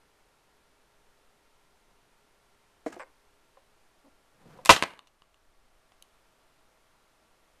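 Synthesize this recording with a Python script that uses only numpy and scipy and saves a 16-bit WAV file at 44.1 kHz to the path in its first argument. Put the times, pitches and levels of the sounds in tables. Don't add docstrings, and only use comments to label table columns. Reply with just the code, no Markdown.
import sys
import numpy as np
from scipy import signal
from scipy.fft import rfft, irfft
from scipy.io import wavfile
from scipy.ndimage import uniform_filter1d

SR = 44100
rng = np.random.default_rng(int(sys.argv[2]) if len(sys.argv) > 2 else 0)


def master(y):
    cut = np.clip(np.atleast_2d(y).T, -1, 1)
    pcm = np.round(cut * 32767)
    wavfile.write(sys.argv[1], SR, pcm.astype(np.int16))


N = 335160
TIME = np.arange(N) / SR
AGE = np.arange(SR // 4) / SR
FALL_S, LANDING_S, RELEASE_S = 4.28, 4.693, .015

# (frequency [Hz], level [dB])
PLASTIC_COLOUR = [(25, -20), (100, -14.5), (220, -8.5), (600, -2), (1200, -1.5), (2800, 1), (4500, -6),
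                  (8000, -12), (13000, -24), (16000, -42.5)]


def amp(db):
    return 10 ** (np.asarray(db) / 20)


def unit_rms(x):
    return x / np.sqrt(np.mean(x ** 2) + 1e-20)


def curve_at(points, hz):
    f, value = np.transpose(points)
    return np.interp(np.log(hz + 1), np.log(f + 1), value)


def ramp(start_s, end_s):
    return np.clip((TIME - start_s) / (end_s - start_s), 0, 1)


def add(mix, s, sound):
    part = mix[round(s * SR):][:len(sound)]
    part += sound[:len(part)]


def noise(colour):
    gain = amp(curve_at(colour, np.fft.rfftfreq(N, 1 / SR)))
    return unit_rms(irfft(rfft(rng.standard_normal(N)) * gain, N))


def wobble(smooth_samples, length=N):
    return unit_rms(uniform_filter1d(rng.standard_normal(length), size=smooth_samples))


def coloured(x, colour, tilt_db=0):
    hz = abs(np.fft.fftfreq(4096, 1 / SR))
    gain = amp(curve_at(colour, hz) + tilt_db * np.log2(np.maximum(hz, 125) / 2000))
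    response = np.exp(np.conj(signal.hilbert(np.log(gain))))
    taps = np.fft.ifft(response).real[:len(hz) // 2]
    return signal.fftconvolve(x, taps / np.linalg.norm(taps))[:len(x)]


def ring(modes, pitch, contact_s, tilt_db=0):
    speed = 0
    for hz, db, t60 in modes:
        decay = amp(db + tilt_db * np.log2(hz / 2000) - 60 * AGE / t60)
        omega = 2 * np.pi * hz * pitch
        speed += decay * np.sin(omega * AGE) / omega
    return np.gradient(speed * (1 - np.exp(-AGE / contact_s)), 1 / SR)


def contact_ages(gap_s, gap_ratio, count):
    return np.append(0, np.cumsum(gap_s * gap_ratio ** np.arange(count - 1)))


def fan_hum(tones, waver_hz=3):
    out = np.zeros(N)
    for hz, db in tones:
        turns = hz * TIME + waver_hz * np.cumsum(wobble(2500)) / SR
        out += amp(db) * np.sqrt(2) * np.sin(2 * np.pi * turns)
    return out


def room_tone(hiss_db=-65.5, midway_s=3.738, crossfade_s=.71):
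    # (frequency [Hz], level [dB])
    hiss_colour = [(5, 5), (18, 0), (30, -7), (55, -11), (110, -16.5), (190, -17), (420, -15), (900, -15.5),
                   (1400, -18.5), (3000, -23.5), (7700, -30.5), (9200, -30), (13800, -36)]
    # (frequency [Hz], level [dB])
    upright_tones = [(413, -81), (920, -84.5), (1375, -84)]
    # (frequency [Hz], level [dB])
    leaning_tones = [(639, -82), (1140, -84), (1222, -88), (1375, -83.5)]
    leaning = ramp(midway_s - crossfade_s / 2, midway_s + crossfade_s / 2)
    hiss = amp(hiss_db) * noise(hiss_colour)
    hum = np.sqrt(1 - leaning) * fan_hum(upright_tones) + np.sqrt(leaning) * fan_hum(leaning_tones)
    return hiss + hum


def room_reverb(x, predelay_s=.0023, build_s=.005, reflections_per_s=4000):
    # (frequency [Hz], t60 [s])
    decay = [(100, 0.45), (500, 0.42), (1200, 0.35), (3000, 0.3266), (6000, 0.28), (12000, 0.44)]
    # (frequency [Hz], level [dB])
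    colour = [(50, -7.5), (200, -3), (500, -1.5), (900, 4), (2500, -1), (6000, -3.5), (13000, -6)]
    taps = rng.choice([-1., 1.], SR) * (rng.random(SR) < reflections_per_s / SR)
    hz, age, bands = signal.stft(taps, SR, nperseg=256)
    bands *= amp(curve_at(colour, hz)[:, None] - 60 * age / curve_at(decay, hz)[:, None])
    tail = signal.istft(bands, SR, nperseg=256)[1][:SR]
    tail *= ramp(predelay_s, predelay_s + build_s)[:SR]
    return signal.fftconvolve(x, tail / np.linalg.norm(tail))[:N]


def offset_drift(level_db=-68, peak_s=5.6, width_s=.33):
    # (frequency [Hz], level [dB])
    colour = [(5, -4), (24, 0), (45, -11), (100, -22), (300, -60)]
    return amp(level_db) * np.exp(-((TIME - peak_s) / width_s) ** 2) * noise(colour)


def air_rush(level_db=-56.5, full_s=4.48, growth=2.2, gust_db=3, ease_db=-5):
    # (frequency [Hz], level [dB])
    colour = [(25, -7.5), (80, -8), (170, 3.5), (300, -10), (650, -11), (1200, -13.5), (3000, -26),
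              (12000, -37)]
    gusts = wobble(700)
    swell = ramp(FALL_S, full_s) ** growth * (1 - ramp(LANDING_S, LANDING_S + RELEASE_S))
    return swell * noise(colour) * amp(level_db + ease_db * ramp(full_s, LANDING_S) + gust_db * gusts)


def foot(scuff_attack_s=.0028, slide_db=-60, growth=2.2, grain_db=3):
    # (time [s], level [dB], t60 [s])
    scuffs = [(2.86, -45.5, 0.23), (2.922, -49.5, 0.2)]
    # (frequency [Hz], level [dB])
    scuff_colour = [(60, -6.5), (300, 11), (800, 1.5), (2000, 0.5), (3500, -11), (7000, -7.5),
                    (11000, -19.5), (15000, -30)]
    # (frequency [Hz], level [dB])
    slide_colour = [(100, -20), (300, -4.5), (620, 0), (900, -7), (1400, -18), (3500, -27), (12000, -35)]
    scuffing = np.zeros(N)
    for s, db, t60 in scuffs:
        add(scuffing, s, np.minimum(AGE / scuff_attack_s, 1) * amp(db - 60 * AGE / t60))
    sliding = amp(slide_db) * ramp(FALL_S, LANDING_S) ** growth
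    sliding *= 1 - ramp(LANDING_S, LANDING_S + RELEASE_S)
    grain = amp(grain_db * wobble(300))
    return (scuffing * noise(scuff_colour) + sliding * noise(slide_colour)) * grain


def stand_groan(start_s=4.041, length_s=.0521, level_db=-61, hz=285, jitter=.108):
    length = np.count_nonzero(AGE < length_s)
    turns = np.cumsum(hz * (1 + jitter * wobble(150, length))) / SR
    groan = sum(np.sin(2 * np.pi * k * turns) / k for k in range(1, 5))
    out = np.zeros(N)
    add(out, start_s, amp(level_db) * unit_rms(groan) * signal.windows.tukey(length, .3))
    return out


def joint_creak(start_s=2.9962, level_db=-33, fade_db_per_s=190, spread_db=3.5):
    # (frequency [Hz], level [dB], t60 [s])
    modes = [(582.4, -8.5, 0.05), (897, -6.5, 0.027), (1062, -0.5, 0.02), (1670, 1, 0.013),
             (2050, -7.5, 0.022), (2314, -7.5, 0.0202), (5280, -13, 0.0073), (8440, -7.5, 0.0064)]
    out = np.zeros(N)
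    for age in contact_ages(gap_s=.0033, gap_ratio=1.15, count=8):
        db = level_db - fade_db_per_s * age + spread_db * rng.uniform(-1, 1)
        add(out, start_s + age, amp(db) * ring(modes, rng.uniform(.8986, 1.025), contact_s=.00082))
    return out


def stand_knocks():
    # (time [s], level [dB], pitch [ratio], loss per rebound [dB])
    knocks = [(2.8634, -19.5, 1, 5.5), (2.9235, -45, 2.7, 12), (2.9654, -34.5, 1.11, 25),
              (3.571, -46.5, 1.7, 18), (4.457, -46.5, .75, 20), (4.486, -46, .5, 20), (4.553, -48, 1.2, 5),
              (4.588, -41.5, 1.6, 8)]
    # (frequency [Hz], level [dB], t60 [s])
    modes = [(322, -4, 0.081), (454, -5.5, 0.054), (609, -1.5, 0.036), (960, -14, 0.021),
             (1700, -19.5, 0.031), (2190, -21.5, 0.027)]
    out = np.zeros(N)
    for s, db, pitch, loss_db in knocks:
        knock = ring(modes, pitch, contact_s=.0011 / pitch)
        for k, age in enumerate(contact_ages(gap_s=.0042, gap_ratio=.86, count=4)):
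            add(out, s + age, amp(db - k * loss_db) * knock)
    return out


def plastic_ticks(chatter_db=-11, buzz_db=-15):
    # (time [s], level [dB], brightness [dB/octave], chatter t60 [s], pitch [ratio])
    ticks = [(2.9275, -44, 8, .0153, 1.03), (2.96, -51, 7, .0075, 1), (2.9914, -48.5, 10.5, .0083, 1),
             (4.7634, -10, -2, 0.064, 1.02), (4.7929, -28, 3, .0091, 1), (4.812, -34, -6, 0.028, 0.97),
             (4.9065, -40, -4, .032, 0.97), (4.9365, -37, -6, 0.019, 0.85), (4.9755, -48.5, -1.5, .0073, 1),
             (4.992, -32, -2, .0073, 1), (5.072, -47, 2.5, 0.054, .95), (5.2208, -40, -6, 0.0064, .99),
             (5.3439, -49.5, 0, .008, 0.96), (5.92, -49, -3, .03, .69), (6.0244, -35.5, 9, .007, 1.05)]
    # (frequency [Hz], level [dB], t60 [s])
    modes = [(1146, -9, 0.0163), (2932, -0.5, 0.00886), (3620, -10, 0.011), (6050, -8, 0.0043),
             (7420, -14.5, 0.0058), (9540, -7, 0.0023), (12500, -11.5, .002)]
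    out = np.zeros(N)
    for s, db, bright_db, t60, pitch in ticks:
        tick = ring(modes, pitch, contact_s=.00005, tilt_db=bright_db)
        contacts = amp(-60 * AGE / t60) * rng.standard_normal(len(AGE))
        chatter = amp(chatter_db) * coloured(contacts, PLASTIC_COLOUR, bright_db)
        buzz = amp(buzz_db) * signal.fftconvolve(contacts, tick / np.linalg.norm(tick))[:len(AGE)]
        add(out, s, amp(db) * (tick / abs(tick).max() + chatter + buzz))
    return out


def clatter(start_s=4.706, level_db=-17, t60=.165, clicks_per_s=1500, spread_db=4):
    # (frequency [Hz], level [dB])
    colour = [(60, -14.5), (200, -2), (450, -3), (1000, 1), (1700, -4), (2500, 1), (4000, -4.5), (6000, -6),
              (8000, -6.5), (10500, -19), (13500, -26), (16000, -38.5)]
    strength = amp(spread_db * np.minimum(rng.exponential(1, len(AGE)), 3))
    polarity = rng.choice([-1, 1], len(AGE))
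    clicks = unit_rms(strength * polarity * (rng.random(len(AGE)) < clicks_per_s / SR))
    out = np.zeros(N)
    add(out, start_s, coloured(clicks * amp(level_db - 60 * AGE / t60), colour))
    return out


def floor_thud(start_s=4.7):
    # (frequency [Hz], level [dB], t60 [s])
    modes = [(50, -19, .1), (86, -13.5, .09), (150, -18, 0.13)]
    out = np.zeros(N)
    add(out, start_s, ring(modes, pitch=.99, contact_s=.005))
    return out


def blows(judder_s=4.702, judder_db=6, fade_db_per_s=620, bright_db=-.3, ring_db=-3, rattle_db=3.5):
    # (time [s], level [dB], brightness [dB/octave], case ring share [dB], rattle share [dB])
    hits = [(4.651, -21.5, 8, -6, -2), (4.6587, -12.5, 4.5, -7, -2.5), (4.6931, 6, -2.5, -7.5, -3.5),
            (4.6964, 3.5, -0.5, 7, 1), (4.707, 6, 2.5, 0, 3.5), (4.825, 1.5, -2, -16, -19),
            (4.8322, -12, -.5, -11, -7), (4.8368, -5.5, -2, -6.5, -16), (4.857, -28, -3, 1, -8)]
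    judder = [(judder_s + age, judder_db - fade_db_per_s * age, bright_db, ring_db, rattle_db)
              for age in contact_ages(gap_s=.007, gap_ratio=1.13, count=5)]
    return hits + judder


def case_ring(trim_db=-3):
    # (frequency [Hz], level [dB], t60 [s])
    modes = [(110, -28.5, .05), (324.7, -19, 0.05), (455, -25, .1), (556, -15, 0.05), (673, -13, .05),
             (786.3, -16, 0.092), (983, -7.5, .035), (1043, -6, 0.036), (1148, -20.5, .07),
             (1284.6, -13.5, .04), (1650, -17, 0.029), (2024, -14, 0.059), (2430, -11.5, 0.05),
             (2605, -9, 0.03026), (3440, -17.5, .025)]
    out = np.zeros(N)
    for s, db, bright_db, ring_db, _ in blows():
        body = ring(modes, rng.uniform(.98, 1.02), contact_s=.00057, tilt_db=bright_db / 2)
        add(out, s, amp(db + trim_db + ring_db) * body)
    return out


def crash(crack_db=-12, crack_t60=.013, rattle_db=-20, rattle_t60=.13):
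    out = np.zeros(N)
    for s, db, bright_db, _, loose_db in blows():
        crack = amp(crack_db - 60 * AGE / crack_t60) * rng.choice([-1, 1], len(AGE))
        crack[0] = 2
        rattle = amp(rattle_db + loose_db - 60 * AGE / rattle_t60) * unit_rms(rng.laplace(size=len(AGE)))
        add(out, s, amp(db) * coloured(crack + rattle, PLASTIC_COLOUR, bright_db))
    return out


def scene():
    stand = stand_knocks() + joint_creak() + stand_groan()
    scrape = foot()
    landing = crash() + clatter() + floor_thud()
    ticks = plastic_ticks()
    reverb_send = amp(-21) * stand + amp(-12) * scrape + amp(-17.5) * landing + amp(-17) * ticks
    direct = stand + scrape + landing + ticks + case_ring()
    return (direct + room_reverb(reverb_send) + air_rush() + offset_drift() + room_tone())[None]


def record(dry, threshold_db=-19, detector_fall_db_per_s=12, duck_share=.35, cutoff_hz=13950):
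    power = signal.lfilter(np.ones(1200) / 1200, 1, dry[0] ** 2)
    fall_db = TIME * detector_fall_db_per_s
    held_db = np.maximum.accumulate(10 * np.log10(power + 1e-12) + fall_db) - fall_db
    over_db = np.maximum(held_db - threshold_db, 0)
    duck_db = duck_share * signal.lfilter(np.ones(700) / 700, 1, over_db)
    clipped = np.tanh(dry * amp(-duck_db))
    lowpass = signal.firwin(301, cutoff_hz, window=("kaiser", 8), fs=SR)
    return signal.oaconvolve(clipped, lowpass[None], "same")


dry = scene()
out = record(dry)
master(out)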